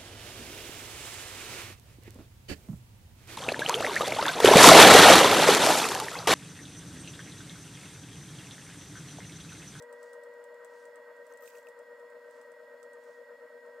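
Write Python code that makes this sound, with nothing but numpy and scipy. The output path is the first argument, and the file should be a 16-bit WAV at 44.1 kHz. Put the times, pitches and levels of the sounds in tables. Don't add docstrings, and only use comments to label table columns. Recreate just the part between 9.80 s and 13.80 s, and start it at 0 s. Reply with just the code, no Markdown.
import sys
import numpy as np
from scipy import signal
from scipy.fft import rfft, irfft
from scipy.io import wavfile
from scipy.ndimage import uniform_filter1d

SR = 44100
rng = np.random.default_rng(int(sys.argv[2]) if len(sys.argv) > 2 else 0)


def dump(signal):
    limited = np.clip(np.atleast_2d(signal).T, -1, 1)
    pcm = np.round(limited * 32767).astype(np.int16)
    wavfile.write(sys.argv[1], SR, pcm)


N = 176400

MAINS_HZ, SHAFT_HZ = 59.925, 8.55
THROB_AT_S, FASTEST_AT_S = 0.013, 0.061
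# (multiple of the mains, level [dB], left-right [dB], share of the throb [0-1])
MAIN_HUM = [(8, -52.5, 4.5, 1)]
# (multiple of the mains, level [dB], left-right [dB], share of the throb [0-1])
UPPER_HUM = [(16, -67.5, -1.5, 0.071), (24, -81, -0.5, 0.27), (32, -71.5, 4, 0.63), (48, -90, -5, 0.35)]
# (multiple of the shaft rate, level [dB], left-right [dB], share of the throb [0-1])
SHAFT_DRONE = [(29, -79.5, 2.5, 1)]
# (time [s], main hum gain [dB], throb depth [0-1], speed offset [%], speed swing [%],
# drone gain [dB])
MOTOR_LOAD = [(0, 1.5, 0.13, 0.39, 0.84, 1), (.45, 2, 0.21, .35, 0.96, -0.5),
              (1.15, 0, 0.12, .05, 0.62, -4.5), (1.6, -1.8, 0.7, -.05, 1.57, -6.5),
              (2.3, 0, 0.35, -.1, 0.99, -4.5), (2.8, -2, 0.42, -0.117, 1.1, 2.5),
              (3.25, 0, 0.38, -0.23, 1.1, 3), (3.6, -2, 0.76, -0.23, 1.3, 4.5),
              (4, 0.5, 0.15, -0.32, 1.06, 3.5)]
# (time [s], gain [dB])
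HAND_PRESSURE = [(0, 4), (1.2, 3), (1.6, 0), (4, -1.5)]
# (frequency [Hz], relative level [dB])
RUMBLE_COLOUR = [(100, -50.5), (150, -34), (180, -25), (215, -26), (250, -15.5), (280, -16), (330, -21),
                 (400, -23.5), (450, -11.5), (505, -3.5), (545, 0), (580, 6.5), (620, 0.5), (660, -11),
                 (700, -16.5), (780, -24.5), (1000, -42)]
# (frequency [Hz], relative level [dB])
RASP_COLOUR = [(600, -19.5), (800, -7.5), (910, 2.5), (1040, 0.5), (1130, -5.5), (1240, 0), (1275, -5.5),
               (1325, 1), (1370, -4.5), (1430, -6.5), (1560, -2), (1660, -7.5), (1820, -3.5), (2030, -8),
               (2150, -12.5), (2400, -21.5), (3000, -28)]
# (position [turns], half length [turns], ring [Hz], width [Hz], level [dB],
# left-right [dB], roughness [0-1])
RUB_SPOTS = [(.26, 0.04, 596, 40, -54, 2.5, .5), (0.69, .05, 586, 40, -55.5, 2.3, .5),
             (0.07, .045, 570, 40, -59, 0.5, 0.86), (0.94, 0.069, 1290, 170, -66.5, 3, 1),
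             (0.85, 0.087, 1535, 70, -65, -1, 0.75), (.07, 0.063, 1030, 110, -71, 0, 0.97),
             (0.23, 0.16, 1435, 40, -75, -0.5, .8)]
# (pitch [Hz], level [dB], left-right [dB], roughness [0-1])
GEAR_TONES = [(1896.7, -61.5, -1.5, .36), (1577, -70.5, -7, 0.5), (2005, -78, -10, 0.6),
              (3340, -90, -2, .6), (4330, -92, -2, .6)]
# (time [s], relative level [dB])
DRIVE_TICKS = [(0.0234, -48), (0.1266, -51), (0.2296, -50.5), (0.3327, -51), (0.4353, -56), (.5377, -63.5),
               (0.6406, -55), (0.7436, -63), (.847, -50), (1.054, -55.5), (1.1578, -54.5), (1.3659, -65),
               (1.4676, -57.5), (1.5733, -54), (1.6765, -49), (1.7819, -54), (1.8863, -52.5), (1.9903, -58),
               (2.1974, -62.5), (2.3015, -63), (2.5097, -59.5), (2.614, -56), (2.7182, -58.5), (3.03, -52),
               (3.1333, -56.5), (3.2375, -60), (3.8616, -68)]
# (frequency [Hz], relative level [dB])
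TICK_RING = [(2500, -15.5), (5000, -13.5), (6800, -9.5), (7900, -1.5), (8500, -1), (9500, -8.5),
             (10300, -16.5), (12400, -14), (14000, -21), (15500, -13.5)]
# (time [s], half length [s], level [dB])
CLAY_SWISHES = [(0.263, 0.061, -72.5), (0.984, 0.0735, -72.5), (2.56, 0.067, -76), (3.301, 0.0675, -75.5)]
# (frequency [Hz], relative level [dB])
CLAY_COLOUR = [(2000, -6.5), (3300, -5), (5500, -1), (7500, -1.5), (9500, -5), (12000, -23), (15500, -13.5)]
# (time [s], level [dB])
SQUELCH_ENVELOPE = [(1.36, -100), (1.5, -76.5), (1.6, -83.5), (1.625, -69), (1.68, -63.5), (1.73, -71),
                    (1.775, -67), (1.82, -78), (1.9, -87), (1.96, -110)]
# (frequency [Hz], relative level [dB])
SLIP_COLOUR = [(1500, -14), (2600, 4.5), (4000, -2), (6500, 3), (8500, 1), (11000, -5), (13500, 2),
               (15300, -2)]
# (time [s], pitch [Hz], level [dB], decay [s])
SLIP_BUBBLES = [(1.524, 6450, -55.5, 0.0018), (1.537, 8540, -53, .002), (1.608, 13960, -54.5, 0.0014),
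                (1.624, 14700, -50, .002), (1.636, 15000, -51, .0015), (1.656, 8520, -54, 0.002),
                (1.677, 2640, -49.5, 0.0025), (1.702, 7420, -55, 0.0023), (1.752, 2660, -54, 0.0041),
                (1.829, 7650, -60.5, .002), (1.87, 2710, -50.5, 0.0045)]
# (frequency [Hz], relative level [dB])
AIR_COLOUR = [(30, -2.5), (70, -7.5), (150, 1), (1500, 8), (2650, 9), (3100, 2.5), (3350, 8), (3900, 3),
              (4350, 7), (4800, 2), (5250, 8), (5800, -6), (6600, 1.5), (7100, 6.5), (7600, -4), (8450, 5),
              (9100, -6), (10700, -2.5), (12000, 0), (13500, -2.5), (15700, -7.5)]
# (frequency [Hz], relative level [dB])
AIR_DIFFUSE = [(30, -14), (300, -12.5), (2000, -3.5), (4500, -11), (8000, -5), (15000, -1.5)]


def motor_hum(t, load_db, throb):
    main = undb(load_db) * tones(t, MAIN_HUM, MAINS_HZ, throb)
    upper = undb(curve(HAND_PRESSURE, t)[0]) * tones(t, UPPER_HUM, MAINS_HZ, throb)
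    return main + upper


def drive(t, rumble_db=-58, rasp_db=-63):
    turns = SHAFT_HZ * t + .0012 * wander(3)
    beat = np.cos(2 * np.pi * SHAFT_HZ * (t - THROB_AT_S))
    flicker = undb(1.34 * wander(25.03) + .5 * curve(HAND_PRESSURE, t)[0])
    rumble = place(scrape(turns, repeat=.58), pan_db=1.3, side=.2 * scrape(turns, repeat=.58))
    rasp = place(scrape(turns, repeat=.3), pan_db=-.6, side=.14 * scrape(turns, repeat=.3))
    rumble = colour(rumble * undb(2.3 * beat), RUMBLE_COLOUR)
    rasp = colour(rasp * undb(beat) * flicker, RASP_COLOUR)
    return undb(rumble_db) * unit(rumble) + undb(rasp_db) * unit(rasp)


def rubs(t):
    out = 0
    for spot, half, hz, width_hz, db, pan_db, rough in RUB_SPOTS:
        turns_away = (SHAFT_HZ * t + .027 * wander(6.09) - spot + .5) % 1 - .5
        contact = np.exp(-.5 * (turns_away / half) ** 2)
        texture = np.sqrt(2) * (np.sqrt(1 - rough ** 2) + rough * grain(1.5 * width_hz))
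        ring = (texture * np.exp(2j * np.pi * (hz * t + rng.random()))).real
        out += place(undb(db) * contact * ring, pan_db)
    return out


def gear_whine(t, offset_percent, swing_percent):
    swing = swing_percent * np.cos(2 * np.pi * SHAFT_HZ * (t - FASTEST_AT_S))
    speed = 1 + (offset_percent + swing + .1524 * wander(50)) / 100
    travel = np.cumsum(speed) / SR
    out = 0
    for hz, db, pan_db, rough in GEAR_TONES:
        tone = np.sqrt(2) * undb(db) * np.exp(2j * np.pi * hz * travel)
        direct = (tone * (1 + rough * grain(70))).real
        out += place(direct, pan_db, side=.28 * (tone * grain(70)).real)
    return out


def ticks(t, gain_db=-3, crack_s=.0016, tail_s=.011):
    crack, tail = np.zeros((2, N))
    for at, db in DRIVE_TICKS:
        age = np.maximum(t - at, 0)
        crack += (age > 0) * undb(db) * np.exp(-age / crack_s)
        tail += (age > 0) * undb(db - 10.5) * np.exp(-age / tail_s)
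    crack_noise, tail_noise, side_noise = rng.standard_normal((3, N))
    direct = crack_noise * crack + tail_noise * tail
    stereo = place(direct, pan_db=-3, side=side_noise * (tail + .5 * crack))
    return undb(gain_db) * colour(stereo, TICK_RING)


def clay_swish(t):
    swell = sum(undb(db) * np.exp(-.5 * ((t - at) / half) ** 2) for at, half, db in CLAY_SWISHES)
    film = place(crackle(12000, spread_db=2.2), pan_db=-1.6, side=.29 * crackle(8700, spread_db=1.8))
    return colour(film * swell, CLAY_COLOUR)


def hand_squelch(t):
    film = place(fizz(), pan_db=-3.5, side=.59 * fizz())
    return colour(film * undb(curve(SQUELCH_ENVELOPE, t)[0]), SLIP_COLOUR)


def bubbles(t, sag_per_s=16, snap_db=-9, snap_s=.0023):
    ring, snap = np.zeros((2, N))
    for at, hz, db, decay in SLIP_BUBBLES:
        age = np.maximum(t - at, 0)
        cycles = hz * (1 - np.exp(-sag_per_s * age)) / sag_per_s
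        ring += undb(db) * np.exp(-age / decay) * np.sin(2 * np.pi * cycles)
        snap += (age > 0) * undb(db + snap_db) * np.exp(-age / snap_s)
    return place(ring, pan_db=-4) + colour(snap * rng.standard_normal((2, N)), SLIP_COLOUR)


def shaft_drone(t, gain_db, throb, flicker_db=2):
    return undb(gain_db + flicker_db * wander(9.9)) * tones(t, SHAFT_DRONE, SHAFT_HZ, throb)


def air(gain_db=-74):
    mid, side = rng.standard_normal((2, N))
    hiss = place(mid, pan_db=-2, side=.77 * colour(side, AIR_DIFFUSE))
    return undb(gain_db) * colour(hiss, AIR_COLOUR)


def tones(t, rows, base_hz, throb):
    beat = throb * (np.cos(2 * np.pi * SHAFT_HZ * (t - THROB_AT_S)) + .043 * wander(14))
    out = 0
    for multiple, db, pan_db, share in rows:
        tone = np.sqrt(2) * np.sin(2 * np.pi * (multiple * base_hz * t + rng.random()))
        out += place(tone * (1 + share * beat) * undb(db), pan_db)
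    return out


def scrape(turns, repeat):
    track = rng.standard_normal(int(SR / SHAFT_HZ))
    looped = track[(turns % 1 * len(track)).astype(int)]
    return np.sqrt(repeat) * looped + np.sqrt(1 - repeat) * rng.standard_normal(N)


def crackle(per_s, spread_db):
    chance, size, sign = rng.random(N), rng.exponential(size=N), rng.choice([-1, 1], N)
    return unit((chance < per_s / SR) * sign * undb(spread_db * np.minimum(size, 4)))


def fizz(per_s=4000, spread_db=3.5, decay_s=.0008):
    age = np.arange(256) / SR
    out = np.zeros(N + len(age))
    for when, pitch, chance in rng.random((int(per_s * N / SR), 3)):
        start = int(when * N)
        size = undb(spread_db * min(-np.log(1 - chance), 4))
        pop = np.exp(-age / decay_s) * np.sin(2 * np.pi * (2000 + 14000 * pitch) * age)
        out[start:start + len(age)] += size * pop
    return unit(out[:N])


def wander(rate_hz):
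    hold = max(int(SR / rate_hz), 2)
    steps = np.repeat(rng.standard_normal(N // hold + 1), hold)
    return unit(uniform_filter1d(uniform_filter1d(steps, hold), hold)[:N])


def grain(rate_hz):
    return (wander(rate_hz) + 1j * wander(rate_hz)) / np.sqrt(2)


def colour(x, points):
    hz, db = np.array(points, float).T
    log_hz = np.log(np.arange(N // 2 + 1) * SR / N + 1)
    beyond = np.maximum(np.log(hz[0]) - log_hz, 0) + np.maximum(log_hz - np.log(hz[-1]), 0)
    gain = undb(np.interp(log_hz, np.log(hz), db) - 40 * beyond)
    return irfft(rfft(x) * unit(gain), N)


def place(x, pan_db, side=0):
    return np.array([(x + side) * undb(pan_db / 2), (x - side) * undb(-pan_db / 2)])


def curve(rows, t):
    times, *columns = np.array(rows, float).T
    return [np.interp(t, times, column) for column in columns]


def undb(db):
    return 10 ** (np.asarray(db) / 20)


def unit(x):
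    return x / np.sqrt(np.mean(x ** 2))


def scene():
    t = np.arange(N) / SR
    load_db, throb, speed_offset, speed_swing, drone_db = curve(MOTOR_LOAD, t)
    motor = motor_hum(t, load_db, throb) + shaft_drone(t, drone_db, throb)
    mechanics = gear_whine(t, speed_offset, speed_swing) + drive(t) + rubs(t) + ticks(t)
    clay = clay_swish(t) + hand_squelch(t) + bubbles(t)
    return motor + mechanics + clay + air()


def record(dry):
    top_hz = 15850
    return signal.sosfilt(signal.ellip(10, .2, 70, top_hz, fs=SR, output="sos"), dry)


dry = scene()
out = record(dry)
dump(out)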